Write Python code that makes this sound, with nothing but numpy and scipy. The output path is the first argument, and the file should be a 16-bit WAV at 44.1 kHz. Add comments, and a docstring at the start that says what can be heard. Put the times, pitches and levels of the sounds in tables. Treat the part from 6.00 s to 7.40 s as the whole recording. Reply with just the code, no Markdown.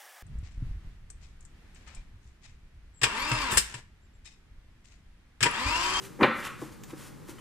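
"""A small, quiet room: a faint tone fades over the low room tone while cards slide through the hands.
At 0.2 s the deck is knocked once on a cloth-covered wooden table. Hand and deck land in a quick cluster
of contacts: the top thuds, the cards clack, the deck's edge cracks, table and room ring on.
Then cards slide and a hand rubs the deck; from 0.6 s come a few soft pats and ticks of card edges.
Near 1.4 s a small hard thing is touched and clinks faintly."""
import sys
import numpy as np
from scipy import signal
from scipy.fft import rfft, irfft
from scipy.io import wavfile
from scipy.ndimage import uniform_filter1d

SR = 44100
rng = np.random.default_rng(int(sys.argv[2]) if len(sys.argv) > 2 else 0)


def master(y):
    """Save y as 16-bit WAV."""
    cut = np.clip(np.atleast_2d(y).T, -1, 1)
    pcm = np.round(cut * 32767)  # scale
    wavfile.write(sys.argv[1], SR, pcm.astype(np.int16))


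N = 61739
TIME = np.arange(N) / SR
HZ = np.maximum(np.arange(N // 2 + 1) * SR / N, 1)
CLACK_ATTACK_S = 0.00091


def knock():
    """Hand and deck land in a cluster of contacts; the hand's weight rocks the whole table."""
    # (time [s], thud [dB], clack [dB], clack cutoff [Hz])
    contacts = [(0.190, -31, -34.5, 1760), (0.2, -23, -26, 1440), (0.2085, -32, -15, 2200),
                (0.2187, -4.5, -20.5, 1790), (0.228, -28, -12.5, 4450), (0.2325, -18.5, -11, 3050),
                (0.2385, -11, -15.5, 2520), (0.2465, -20, -18.5, 2150)]
    # table top: (frequency [Hz], level [dB], t60 [s])
    top_modes = [(251.5, -16, 0.11), (300.5, -1, 0.028), (351, -13.5, 0.081), (489.4, -10, 0.078),
                 (546.7, -23, 0.18)]
    # whole table: (frequency [Hz], level [dB], t60 [s])
    rocking_modes = [(126.8, -26.5, 0.14), (170.4, -31.5, 0.2)]
    hits = sum(contact(top_modes, *row) for row in contacts)
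    rocking = high_pass(struck(rocking_modes, start_s=0.23), hz=73)
    return hits + edge_crack() + rocking


def contact(modes, start_s, thud_db, clack_db, cutoff_hz):
    """One contact: the body thuds in its modes, the cards clack as a noise burst."""
    # clack spectrum: (frequency [Hz], density [dB])
    colour = [(100, 4), (300, 3), (520, 7), (670, 3), (800, 8.5), (1300, 1.5), (2400, 2.5), (3100, -2),
              (4200, -7), (5200, -17.5), (15000, -7)]
    t = np.maximum(TIME - start_s, 0)
    clack = evened(noise(colour)) * grainy(depth_db=2.5, rate_hz=304)  # loose cards rattle
    clack = clack * rising(t, CLACK_ATTACK_S) * dying(t, t60_s=0.081)
    clack = from_db(clack_db) * low_pass(clack, cutoff_hz, order=4)
    thud = struck(modes, start_s) * rising(t, tau_s=0.00094)
    thud = from_db(thud_db) * low_pass(thud, hz=765)  # softened by the cloth
    return high_pass(clack - thud, hz=187, order=3)  # the contacts carry little deep bass


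def edge_crack(start_s=0.2298):
    """The deck's edge meets the table with a short crack."""
    # crack spectrum: (frequency [Hz], density [dB])
    colour = [(800, -23), (2000, -9), (3200, 4), (4200, -0.5), (5200, -24), (15000, -39)]
    t = np.maximum(TIME - start_s, 0)
    return from_db(-17) * evened(noise(colour)) * rising(t, CLACK_ATTACK_S) * dying(t, t60_s=0.015)


def table_rings():
    """The hardest contact sets the table and the things on it ringing thinly."""
    # lasting rings: (frequency [Hz], level [dB], t60 [s])
    modes = [(231.2, -31.5, .55), (546.6, -39.5, 0.62), (799, -37, 0.34), (906, -30, 0.22),
             (1033, -24, 0.19), (1190, -28.5, 0.26), (1490, -38.5, .35), (1658, -28, 0.15),
             (1843, -27.5, 0.23), (1881, -32.5, 0.41), (1955, -33, 0.24), (2406, -24, 0.12),
             (3426, -33, 0.1), (4110, -34.5, 0.11)]
    return low_pass(struck(modes, start_s=0.231), hz=4420, order=4)


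def pats():
    """Soft pats on the cards: weak, dull contacts."""
    # (time [s], thud [dB], clack [dB], clack cutoff [Hz])
    contacts = [(0.614, -45, -29, 1130), (0.6215, -26.5, -40, 650), (0.9312, -31, -42.5, 2000),
                (1.288, -34, -51, 1100)]
    # ring of a pat: (frequency [Hz], level [dB], t60 [s])
    modes = [(139.5, -1.5, 0.19), (312.1, -8, 0.23), (339, -1.5, 0.061), (480, -4.5, 0.045)]
    return sum(contact(modes, *row) for row in contacts)


def card_slides():
    """Sliding cards: bright friction."""
    # (peak time [s], level [dB], rise [s], fall [s])
    strokes = [(0.049, -46.5, 0.04, 0.028), (0.225, -50.5, 0.022, 0.046), (0.405, -49, 0.056, 0.027),
               (0.466, -41, 0.032, 0.014), (0.618, -52.5, 0.036, 0.068), (0.73, -56, 0.017, 0.021),
               (0.902, -53.5, 0.023, 0.027), (1.005, -51, 0.04, 0.057), (1.07, -53, 0.061, 0.033),
               (1.301, -49, 0.024, 0.023), (1.39, -59.5, 0.0059, .03)]
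    # slide spectrum: (frequency [Hz], density [dB])
    colour = [(150, -12), (400, 1), (670, 3), (1100, 4), (2500, -0.5), (4500, -3), (8000, -2.5),
              (12000, -4), (15000, -12)]
    return friction(strokes, colour)


def hand_rubs():
    """A hand rubs over the deck: duller friction."""
    # (peak time [s], level [dB], rise [s], fall [s])
    strokes = [(0.055, -61.5, 0.063, 0.045), (0.468, -39, 0.048, 0.029), (0.905, -51.5, 0.0079, 0.013),
               (1.388, -51.5, .006, 0.0075)]
    # rub spectrum: (frequency [Hz], density [dB])
    colour = [(100, -3), (400, -2), (670, -12), (1100, 4), (1800, -3.5), (2900, -2), (4500, -17.5),
              (15000, -52)]
    return friction(strokes, colour)


def friction(strokes, colour):
    """Grainy hiss that swells and dies with each stroke."""
    power = np.zeros(N)
    for peak_s, db, rise_s, fall_s in strokes:
        width_s = np.where(TIME < peak_s, rise_s, fall_s)
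        power += from_db(db) ** 2 * np.exp(-2 * ((TIME - peak_s) / width_s) ** 2)
    return noise(colour) * np.sqrt(power) * grainy(depth_db=2, rate_hz=1230)


def edge_flicks():
    """Card edges slip free: each a tiny bright snap with a short tail."""
    # (time [s], level [dB])
    ticks = [(0.616, -50.5), (0.8363, -44.5), (0.906, -56.5), (1.295, -49)]
    # tick spectrum: (frequency [Hz], density [dB])
    colour = [(500, 0.5), (2500, -7), (4300, -7), (5400, -6.5), (7500, -1.5), (10000, -16), (15000, -8.5)]
    envelope = np.zeros(N)
    for start_s, db in ticks:
        t = TIME - start_s
        snap = from_db(5) * dying(t, t60_s=0.0048)
        envelope += from_db(db) * (t > 0) * (snap + dying(t, t60_s=0.069))
    return noise(colour) * envelope


def clink():
    """A small hard thing is touched and rings faintly."""
    # (frequency [Hz], level [dB], t60 [s])
    modes = [(2660, -56, .07), (3020, -52, .09)]
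    return struck(modes, start_s=1.3835)


def room(direct, delay_s=0.0029):
    """Diffuse reflections build up quickly and die band by band."""
    # reverb spectrum: (frequency [Hz], level [dB])
    colour = [(100, -8.5), (220, 2), (400, -8.5), (580, -1), (800, -7), (1100, 2), (1800, 3.5),
              (2800, -2.5), (4500, -2), (15000, 4)]
    # reverb time: (frequency [Hz], t60 [s])
    decay = [(100, 0.34), (500, 0.56), (1500, 0.72), (3000, 0.66), (6000, 0.57), (15000, 0.26)]
    # (frequency [Hz], left-right correlation [1])
    correlation = [(100, 0.91), (400, 0.89), (1000, 0.83), (2000, 0.95), (4000, .95), (8000, 0.76),
                   (14000, 0.22)]
    white = noise([(20, 0), (20000, 0)], correlation)
    spectrum = rfft(white) * from_db(at_hz(colour, HZ))
    t = np.maximum(TIME - delay_s, 0)
    edges_hz = np.geomspace(40, 20000, 10)
    tail = np.zeros((2, N))
    for lo, hi in zip(edges_hz, edges_hz[1:]):
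        band = irfft(spectrum * (HZ >= lo) * (HZ < hi), N)
        tail += band * dying(t, at_hz(decay, np.sqrt(lo * hi)))
    nominal_energy = np.sum(dying(TIME, t60_s=0.56) ** 2)
    tail *= rising(t, tau_s=0.0027) / np.sqrt(nominal_energy)
    mono = direct.mean(axis=0)[None]
    return from_db(-5) * signal.fftconvolve(mono, tail, axes=1)[:, :N]


def background(tone_hz=391, fade_s=0.15):
    """Low room tone, and a faint tone that fades before the knock."""
    # room tone spectrum: (frequency [Hz], density [dB])
    colour = [(20, -10), (38, 0), (80, -5), (135, 4.5), (220, -1.5), (400, -5.5), (680, -14), (1100, -16),
              (3000, -27.5), (8000, -30), (15000, -34.5)]
    # (frequency [Hz], left-right correlation [1])
    correlation = [(40, 0.11), (140, 0.19), (400, 0.083), (1500, 0.56), (3500, 1), (6000, 0.51),
                   (14000, .15)]
    fade = np.sqrt(np.clip(1 - TIME / fade_s, 0, 1))
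    tone = from_db(-48.5) * fade * np.sin(2 * np.pi * tone_hz * TIME)
    return from_db(-47.5) * noise(colour, correlation) + tone


def struck(modes, start_s):
    """Damped sines from start_s on."""
    t = np.maximum(TIME - start_s, 0)
    return sum(from_db(db) * np.sin(2 * np.pi * hz * t) * dying(t, t60_s) for hz, db, t60_s in modes)


def noise(colour, correlation=None):
    """Coloured stereo noise, rms 1."""
    # direct sound: (frequency [Hz], left-right correlation [1])
    direct_correlation = [(60, 0.41), (140, 1), (400, 0.9), (1000, 0.92), (2500, 1), (5000, 0.97),
                          (8000, 0.83), (14000, 0.28)]
    alike = np.clip(at_hz(correlation or direct_correlation, HZ), 0, .995)
    mid, side = rfft(rng.standard_normal((2, N))) * from_db(at_hz(colour, HZ))
    x = irfft(np.sqrt(1 + alike) * mid + np.sqrt(1 - alike) * side * [[1], [-1]], N)
    return x / x.std()


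def grainy(depth_db, rate_hz):
    """Fast random gain, rms 1."""
    grain = low_pass(rng.standard_normal(N), rate_hz)
    gain = from_db(depth_db * grain / grain.std())
    return gain / np.sqrt(np.mean(gain ** 2))


def evened(x):
    """Hold the short-term rms steady."""
    return x / np.sqrt(uniform_filter1d(np.mean(x ** 2, axis=0), size=128) + 1e-12)


def rising(t, tau_s):
    """Exponential attack."""
    return 1 - np.exp(-t / tau_s)


def dying(t, t60_s):
    """Decay of 60 dB in t60_s."""
    return np.exp(-np.log(1000) * np.maximum(t, 0) / t60_s)


def low_pass(x, hz, order=2):
    """Causal low-pass."""
    return signal.sosfilt(signal.butter(order, hz, fs=SR, output="sos"), x + 1e-18)


def high_pass(x, hz, order=2):
    """Causal high-pass."""
    return signal.sosfilt(signal.butter(order, hz, "high", fs=SR, output="sos"), x + 1e-18)


def at_hz(points, hz):
    """Interpolate a table over log frequency."""
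    knots_hz, values = np.transpose(points)
    return np.interp(np.log(hz), np.log(knots_hz), values)


def from_db(db):
    """Decibels to gain."""
    return 10 ** (np.asarray(db) / 20)


def scene():
    """Knock and card handling in the room, slightly left; the thin rings bypass the reverb."""
    direct = knock() + pats() + card_slides() + hand_rubs() + edge_flicks() + clink()
    pan = from_db([[0.39], [-0.39]])
    return (direct + table_rings() + room(direct) + background()) * pan


def record(dry):
    """Microphone with one narrow dip, then a steep treble cut."""
    dip_hz, dip_width_hz, dip_depth, cutoff_hz = 673, 129, 0.89, 15100
    notched = signal.lfilter(*signal.iirnotch(dip_hz, dip_hz / dip_width_hz, fs=SR), dry)
    coloured = dry + dip_depth * (notched - dry)
    return signal.sosfilt(signal.ellip(10, .1, 80, cutoff_hz, fs=SR, output="sos"), coloured)


dry = scene()
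out = record(dry)
master(out)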